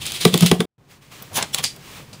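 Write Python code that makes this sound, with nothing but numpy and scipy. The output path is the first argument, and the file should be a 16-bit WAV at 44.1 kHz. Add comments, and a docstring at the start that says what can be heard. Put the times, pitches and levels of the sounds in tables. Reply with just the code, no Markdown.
"""Scent beads trickle from a plastic bottle into a glass jar: noise-like trains of tiny impacts, with a few ticks.
A quick run of jolts cracks the bottle and makes it boom hollowly, built from decaying tones and noise.
After a short near-silence a hand rubs over a bottle on the counter (soft coloured noise), and its plastic
cap scrapes (swelling trains of slips), squeaks and clicks (short bursts with a ring).
Close, mono, in a small kitchen with a short echo tail and a low rumble."""
import sys
import numpy as np
from scipy import signal
from scipy.io import wavfile
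from scipy.ndimage import uniform_filter1d

SR = 44100
rng = np.random.default_rng(int(sys.argv[2]) if len(sys.argv) > 2 else 0)


def inscribe(sig):
    """Save sig as 16-bit PCM at rate SR to the path in sys.argv[1].

    A 1-D sig is mono; a 2-D sig holds one channel per row.
    Samples are clipped to [-1, 1] before scaling.
    """
    pcm = np.round(np.clip(np.atleast_2d(sig).T, -1, 1) * 32767)
    wavfile.write(sys.argv[1], SR, pcm.astype(np.int16))


N = 97020
T = np.arange(N) / SR  # time of every sample, in seconds

# All tone tables give a spectrum shape; only the differences between their levels matter.
# Strength of the bead stream over time: time_s, level_db
BEAD_FLOW = [(0, -45), (.02, -29), (.042, -33.5), (.055, -26), (.13, -31), (.172, -25.5), (.2, -35),
             (.212, -21.5), (.245, -26), (.28, -25), (.32, -38.5), (.335, -26), (.4, -29), (.425, -19),
             (.446, -29), (.47, -20), (.5, -30.5), (.535, -34), (.58, -49), (.615, -31.5), (.655, -63)]
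# Tone of the bead stream: pitch_hz, level_db
BEAD_TONE = [(180, -46.5), (300, -6.5), (600, -14.5), (1330, -12), (1670, -12), (2210, -5), (3400, 1.5),
             (5850, -9.5), (10100, -9), (12500, -20.5), (15500, -13)]
# Single beads hitting the glass, plus a bright tick on the first two cracks (0.2507, 0.3416): start_s, level_db
TICKS = [(0.0561, -24), (0.0647, -17.5), (0.1197, -18), (0.2105, -22), (0.232, -24.5),
         (0.2507, -11.5), (0.3416, -12), (0.3763, -11.5), (0.4077, -10.5), (0.4618, -8)]
# Tone of those ticks: pitch_hz, level_db
TICK_TONE = [(500, -8), (2000, -15.5), (3600, -2), (5500, -8.5), (8000, -8), (10000, -6.5), (12500, -16),
             (15000, -10.5)]
# Jolts of the bottle: start_s, crack_db, crack_rise_s, wall_db, wall_pitch_ratio, boom_db,
# flex_db (before the blow), rebound_db (relative to the boom)
JOLTS = [(0.2509, -0.5, 0.0017, -6.5, 0.99, -5.5, -22, -9),
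         (0.3398, -5, 0.0013, -12, 0.97, -10, -12.5, -12), (0.4213, -8.5, 0.0031, -25.5, 1.11, -2, -11, -4),
         (.5132, -2.5, 0.0018, -8, .99, -7, -16, -22), (0.6034, -9, 0.0022, -13, 0.97, -17.5, -11, -22.5)]
# Tone of the crack: pitch_hz, level_db
CRACK_TONE = [(300, -8.5), (700, -2.5), (1200, 2.5), (2000, -5), (3500, 3), (5500, -6), (8000, -9.5),
              (10000, -5), (12500, -18), (15000, -15.5)]
# Resonance of the air in the bottle: pitch_hz, blow_db, ring_db, t60_s (time to fade by 60 dB)
HOLLOW_MODE = (176.5, -2, -10.5, 0.44)
# Resonances of the bottle wall: pitch_hz, blow_db, ring_db, t60_s
WALL_MODES = [(235.4, -5.5, -20.5, 0.24), (390.4, -7, -9.5, 0.12), (435.2, -1, -8.5, 0.16),
              (720, -14, -19, 0.15), (848, -17, -24.5, 0.09), (1157, -10, -17.5, 0.076),
              (1498, -15.5, -24.5, 0.077), (1945, -13, -24.5, 0.08), (2260, -20.5, -19.5, 0.07)]
# Tone of a soft thud: pitch_hz, level_db
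THUD_TONE = [(50, -15), (100, -0.5), (150, 3.5), (290, -13), (420, -9.5), (600, -9), (1200, -18),
             (2500, -27), (8000, -50)]
# Tone of beads tumbling against the wall: pitch_hz, level_db
TUMBLE_TONE = [(200, -10), (370, 1), (440, 0.5), (550, -13), (720, -6.5), (850, -16.5), (4000, -36.5)]
# Plastic scraping on plastic: peak_s, rise_s, fall_s, hiss_db, grit_db, body_db
SCRAPE_STROKES = [(1.371, .015, 0.016, -17, -31, -19.5), (1.421, 0.027, 0.02, -48, -35, -26),
                  (1.545, 0.0084, 0.017, -28.5, -40, -34.5), (1.585, 0.0088, 0.016, -34, -23, -31),
                  (1.64, 0.0071, 0.0087, -24.5, -28, -31)]
# Tone of the hiss: pitch_hz, level_db
HISS_TONE = [(1000, -28), (3400, 5), (4500, -5.5), (6500, 3.5), (8500, -6), (10200, 6), (12200, -13),
             (14500, 2.5), (16000, -5)]
# Tone of the grit: pitch_hz, level_db
GRIT_TONE = [(850, -13), (1100, 2.5), (1500, -12), (3200, 4), (4200, -1.5), (15000, -28)]
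# Tone of the bottle's body under a scrape: pitch_hz, level_db
BODY_TONE = [(60, -13), (130, 2.5), (300, -7.5), (600, -3), (850, 0.5), (1400, -6), (2300, -6.5),
             (3500, -8.5), (7000, -18), (15000, -38)]
# Clicks of the cap: start_s, level_db, fall_s, top_db (extra level of the top octave)
CAP_CLICKS = [(1.2236, -27.5, 0.0053, 18), (1.359, -18, .002, 3), (1.373, -17.5, 0.0012, 6),
              (1.426, -15, 0.0028, -12), (1.4273, -14.5, 0.0013, -9), (1.546, -5, 0.0015, 0),
              (1.585, -16, 0.0021, 5), (1.598, -24, 0.001, -4), (1.64, -11, 0.0016, -4),
              (1.6425, -19, 0.0022, 1), (1.762, -37, 0.005, 10)]
# Tone of the clicks: pitch_hz, level_db
CAP_TONE = [(300, -14), (900, -9.5), (2200, -4), (3400, 4), (4500, 1), (5500, 2), (6500, 0), (8000, 1.5),
            (9800, 1), (12300, -8.5), (14500, -4.5)]
# Ringing tones of the cap: pitch_hz, level_db, t60_s
CAP_MODES = [(3446, -14.5, 0.027), (4100, -26, .025), (5420, -14.5, 0.028), (7730, -13.5, 0.026),
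             (9660, -21, 0.025)]
# Hand sliding over the bottle: time_s, level_db
HAND_RUB = [(.78, -71.5), (.876, -63.5), (.915, -46.5), (.965, -53.5), (1.005, -63), (1.025, -50.5),
            (1.1, -55), (1.122, -41.5), (1.22, -44.5), (1.29, -47.5), (1.325, -47), (1.5, -45.5),
            (1.79, -49), (1.87, -42), (1.98, -39.5), (2.06, -51), (2.2, -49.5)]
# Tone of the rubbing: pitch_hz, level_db
RUB_TONE = [(150, -27), (250, -3), (750, -10), (1100, -5.5), (1400, -10), (2440, -6.5), (8620, -16),
            (12600, -22), (15500, -15.5)]
# Beads shifting inside the bottle: start_s, level_db, fall_s
BEAD_SHIFTS = [(1.64, -16.5, 0.024), (2.13, -38.5, 0.021)]
# Tone of the shifting beads: pitch_hz, level_db
SHIFT_TONE = [(1500, -20), (2400, -3), (4400, -.5), (4780, 7), (5200, -1), (8000, -6), (10500, -11.5),
              (15000, -26)]
# Soft bumps of the hand on the bottle: start_s, level_db
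HAND_BUMPS = [(1.21, -43.5), (1.31, -36.5), (1.337, -41.5), (1.585, -36), (1.759, -42), (1.984, -41.5),
              (2.124, -42)]
# Tone of the room rumble: pitch_hz, level_db
RUMBLE_TONE = [(25, -14.5), (70, -9.5), (135, 0), (260, -12.5), (500, -18), (1000, -23.5), (3000, -34.5),
               (15000, -54)]
# Level of the room rumble over time: time_s, level_db
RUMBLE_LEVEL = [(.05, 5.5), (.15, 3.5), (.78, -7.5), (1.25, -5), (1.55, 1.5), (1.82, -1), (2.2, 0)]

BEADS_PER_S, BEAD_SPREAD_DB = 5500, 2
CLUMP_S, CLUMP_DB = 0.0082, 1.5  # the beads leave the bottle in small clumps
TICK_FALL_S = CRACK_FALL_S = 0.0028
SWELL_CYCLES, SWELL_S, SWELL_SHARPNESS = 1.35, 0.003, 3.4  # how a bottle resonance builds up
DROOP, DROOP_S = 0.05, 0.0067  # the wall starts sharp by this share and relaxes
FLEX_LEAD_S, FLEX_WIDTH_S = 0.0018, 0.0054
REBOUND_S, REBOUND_FALL_S = 0.0241, 0.032  # the boom returns once more a moment later, fading faster
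CHOKE_S = 0.0067  # a new jolt stops the ring of the one before
THUD_DB, THUD_RISE_S = -16.5, 0.0093
TUMBLE_DB, TUMBLE_FALL_S = -18, 0.036
SLIPS_PER_S, SLIP_SPREAD_DB = 9000, 1.5
STROKE_ROUNDNESS, BODY_LAG_S = 1.24, 0.0086
CATCH_S, CATCH_DB = 0.0011, 2  # the plastic catches and lets go
SQUEAK_S, SQUEAK_DB = (1.528, 1.546), -25.5  # the cap drags just before it snaps
TOP_HZ = 11000  # where the top octave of a click begins
BUMP_RISE_S = 0.012
ROOM_DB, ROOM_T60_S = -14, 0.26
RUMBLE_DB = -46
SILENCE_S, SILENCE_DB = (0.656, 0.781), -36  # span and gain of the near-silence
EDGE_HZ = 15650  # upper edge of the sound's band


def beads():
    """The stream patters on the heap as many tiny impacts; a few beads tick on the glass, and the first two
    cracks get a bright tick."""
    patter = grains(BEADS_PER_S, BEAD_SPREAD_DB)
    stream = patter * uneven(CLUMP_S, CLUMP_DB) * level(BEAD_FLOW)
    ticks = sum(burst(start, db, TICK_FALL_S) for start, db in TICKS)
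    return colour(stream, BEAD_TONE) + colour(ticks, TICK_TONE)


def knocks():
    """The bottle flexes into each jolt and cracks; wall and hollow air ring, and the boom returns a moment
    later; beads thud and tumble."""
    crack, body, thud, tumble = np.zeros((4, N))
    hollow = mode(0, *HOLLOW_MODE)
    wall = sum(mode(0, *row, droop=DROOP) for row in WALL_MODES)
    rebound = later(hollow, REBOUND_S) * dying(REBOUND_S, REBOUND_FALL_S)
    for start, crack_db, rise, wall_db, wall_pitch, boom_db, flex_db, rebound_db in JOLTS:
        crack += burst(start, crack_db, CRACK_FALL_S) * np.clip((T - start) / rise, 0, 1)
        # The flex is a short wobble at the hollow pitch, centred just before the blow.
        flex_shape = np.exp(-((T - start + FLEX_LEAD_S) / FLEX_WIDTH_S) ** 2)
        flex = amp(flex_db) * flex_shape * np.sin(2 * np.pi * HOLLOW_MODE[0] * (T - start))
        boom = amp(boom_db) * (hollow + amp(rebound_db) * rebound)
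        wall_ring = amp(wall_db) * np.interp(T * wall_pitch, T, wall)  # faster reading raises the pitch
        choke = np.clip((start - T) / CHOKE_S, 0, 1)
        body = body * choke + flex + later(boom + wall_ring, start)
        thud += amp(boom_db + THUD_DB) * swell(start, THUD_RISE_S)
        tumble += amp(crack_db + TUMBLE_DB) * dying(start, TUMBLE_FALL_S)
    thud_sound = colour(thud * rng.standard_normal(N), THUD_TONE)
    tumble_sound = colour(tumble * rng.standard_normal(N), TUMBLE_TONE)
    return colour(crack, CRACK_TONE) + body + thud_sound + tumble_sound


def scrapes():
    """Tiny uneven slips swell and fade: hiss and grit first, the body of the bottle just after."""
    hiss, grit, body = np.zeros((3, N))
    for peak, rise, fall, hiss_db, grit_db, body_db in SCRAPE_STROKES:
        distance = np.maximum((peak - T) / rise, (T - peak) / fall)
        stroke = np.exp(-distance ** STROKE_ROUNDNESS)
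        hiss += amp(hiss_db) * stroke
        grit += amp(grit_db) * stroke
        body += amp(body_db) * np.interp(T - BODY_LAG_S, T, stroke)
    catch = uneven(CATCH_S, CATCH_DB)
    out = np.zeros(N)
    for push, tone in [(hiss, HISS_TONE), (grit, GRIT_TONE), (body, BODY_TONE)]:
        slips = grains(SLIPS_PER_S, SLIP_SPREAD_DB)
        out += colour(push * catch * slips, tone)
    return out


def cap():
    """The cap drags with a faint squeak (noise through its ring) and clicks sharply, with a short ring."""
    ring = np.zeros(N)
    for hz, db, t60 in CAP_MODES:
        ring += amp(db - 60 * T / t60) * np.sin(2 * np.pi * hz * T)
    drag = np.sqrt(np.interp(T, SQUEAK_S, [0, 1], right=0)) * rng.standard_normal(N)
    out = amp(SQUEAK_DB) * signal.fftconvolve(drag, ring / np.linalg.norm(ring))[:N]
    samples = np.arange(N)
    for start, db, fall, top_db in CAP_CLICKS:
        tone = [(hz, tone_db + top_db * (hz > TOP_HZ)) for hz, tone_db in CAP_TONE]
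        click = colour(burst(start, db, fall), tone)
        out += click + amp(db) * np.interp(samples - round(start * SR), samples, ring)
    return out


def handling():
    """The soft rub of the hand is coloured noise; beads settling in the bottle are fading impact trains."""
    rub = level(HAND_RUB) * rng.standard_normal(N)
    shifts = sum(amp(db) * dying(start, fall) for start, db, fall in BEAD_SHIFTS)
    settling = shifts * grains(BEADS_PER_S, BEAD_SPREAD_DB)
    return colour(rub, RUB_TONE) + colour(settling, SHIFT_TONE)


def bumps():
    """Fingers land softly on the full bottle: each push is a swell of low noise."""
    push = sum(amp(db) * swell(start, BUMP_RISE_S) for start, db in HAND_BUMPS)
    return colour(push * rng.standard_normal(N), THUD_TONE)


def room(x):
    """A short tail of many small reflections that dies away, thin in the bass."""
    taps = grains(3000, 0.89) * (T > .003) * amp(-60 * T / ROOM_T60_S)
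    wet = signal.fftconvolve(x, taps / np.linalg.norm(taps))[:N]
    bass_cut = signal.butter(2, 500, "high", fs=SR, output="sos")
    return amp(ROOM_DB) * signal.sosfilt(bass_cut, wet)


def rumble():
    """The low rumble of the room: noise shaped toward the bass, slowly changing in level."""
    return amp(RUMBLE_DB) * level(RUMBLE_LEVEL) * colour(rng.standard_normal(N), RUMBLE_TONE)


def mode(start, hz, blow_db, ring_db, t60, droop=0):
    """A bottle resonance swells quickly, drops back and rings on; with droop its pitch settles downward."""
    t = np.maximum(T - start, 0)
    u = t / (SWELL_S + SWELL_CYCLES / hz)
    blow = amp(blow_db) * (u * np.exp(1 - u)) ** SWELL_SHARPNESS
    ring = amp(ring_db - 60 * t / t60) * (1 - np.exp(-2 * u ** 2))
    bent_time = t + droop * DROOP_S * (1 - np.exp(-t / DROOP_S))
    return (blow + ring) * np.sin(2 * np.pi * hz * bent_time)


def grains(per_s, spread_db):
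    """A dense train of tiny impacts at random moments, of uneven size and random sign, rms 1."""
    size = amp(spread_db * np.minimum(rng.exponential(1, N), 4))
    hits = rng.random(N) < per_s / SR
    return unit(size * rng.choice([-1., 1.], N) * hits)


def burst(start, db, fall):
    """A brief chatter of contact: random plus and minus steps that die away."""
    return amp(db) * dying(start, fall) * rng.choice([-1., 1.], N)


def dying(start, fall):
    """A sudden start and an exponential fall."""
    return (T >= start) * np.exp(-np.maximum(T - start, 0) / fall)


def swell(start, rise):
    """A soft push that peaks after its rise time."""
    u = np.maximum(T - start, 0) / rise
    return u * np.exp(1 - u)


def uneven(length, depth_db):
    """A gain that wanders at random over the given time in seconds, rms 1."""
    width = max(length * SR, 1)
    window = np.exp(-(np.arange(-2000, 2001) / width) ** 2)
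    wander = unit(signal.fftconvolve(rng.standard_normal(N), window, "same"))
    return unit(amp(depth_db * wander))


def colour(x, tone):
    """Gives a sound the tone's spectrum, with a filter of unit energy that never acts ahead of time."""
    hz, db = np.transpose(tone)
    f = abs(np.fft.fftfreq(4096, 1 / SR))
    gain = amp(np.interp(np.log(f + 1), np.log(hz), db))
    log_gain = np.log(gain * np.minimum((f + 1) / hz[0], 1))  # fades below the lowest pitch
    taps = np.fft.ifft(np.exp(np.conj(signal.hilbert(log_gain)))).real  # minimum phase
    return signal.fftconvolve(x, taps / np.linalg.norm(taps))[:N]


def later(x, s):
    """Delays a sound by s seconds."""
    return np.interp(T - s, T, x, left=0)


def level(points):
    """Gain along a curve of time_s, level_db."""
    return amp(np.interp(T, *np.transpose(points)))


def unit(x):
    """Scales to rms 1."""
    return x / np.sqrt(np.mean(x ** 2) + 1e-20)


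def amp(db):
    """Decibels to gain."""
    return 10 ** (np.asarray(db) / 20)


def scene():
    """The pouring, cut off short, then the handling; room rumble under both, the same in both channels."""
    pouring = beads() + knocks()
    touching = scrapes() + cap() + handling() + bumps()
    until_cut = np.clip((SILENCE_S[0] - T) / 0.002, 0, 1)
    pouring_in_room = (pouring + room(pouring)) * until_cut
    touching_in_room = touching + room(touching)
    return np.tile(pouring_in_room + touching_in_room + rumble(), (2, 1))


def record(dry):
    """The sound drops out briefly; peaks clip; then the highest treble is cut away."""
    in_silence = (T > SILENCE_S[0]) & (T < SILENCE_S[1])
    gate = uniform_filter1d(np.where(in_silence, amp(SILENCE_DB), 1.), size=90)  # softened edges
    taps = signal.firwin(401, EDGE_HZ, window=("kaiser", 8), fs=SR)
    return signal.oaconvolve(np.clip(dry * gate, -1, 1), taps[None], "same")


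dry = scene()
out = record(dry)
inscribe(out)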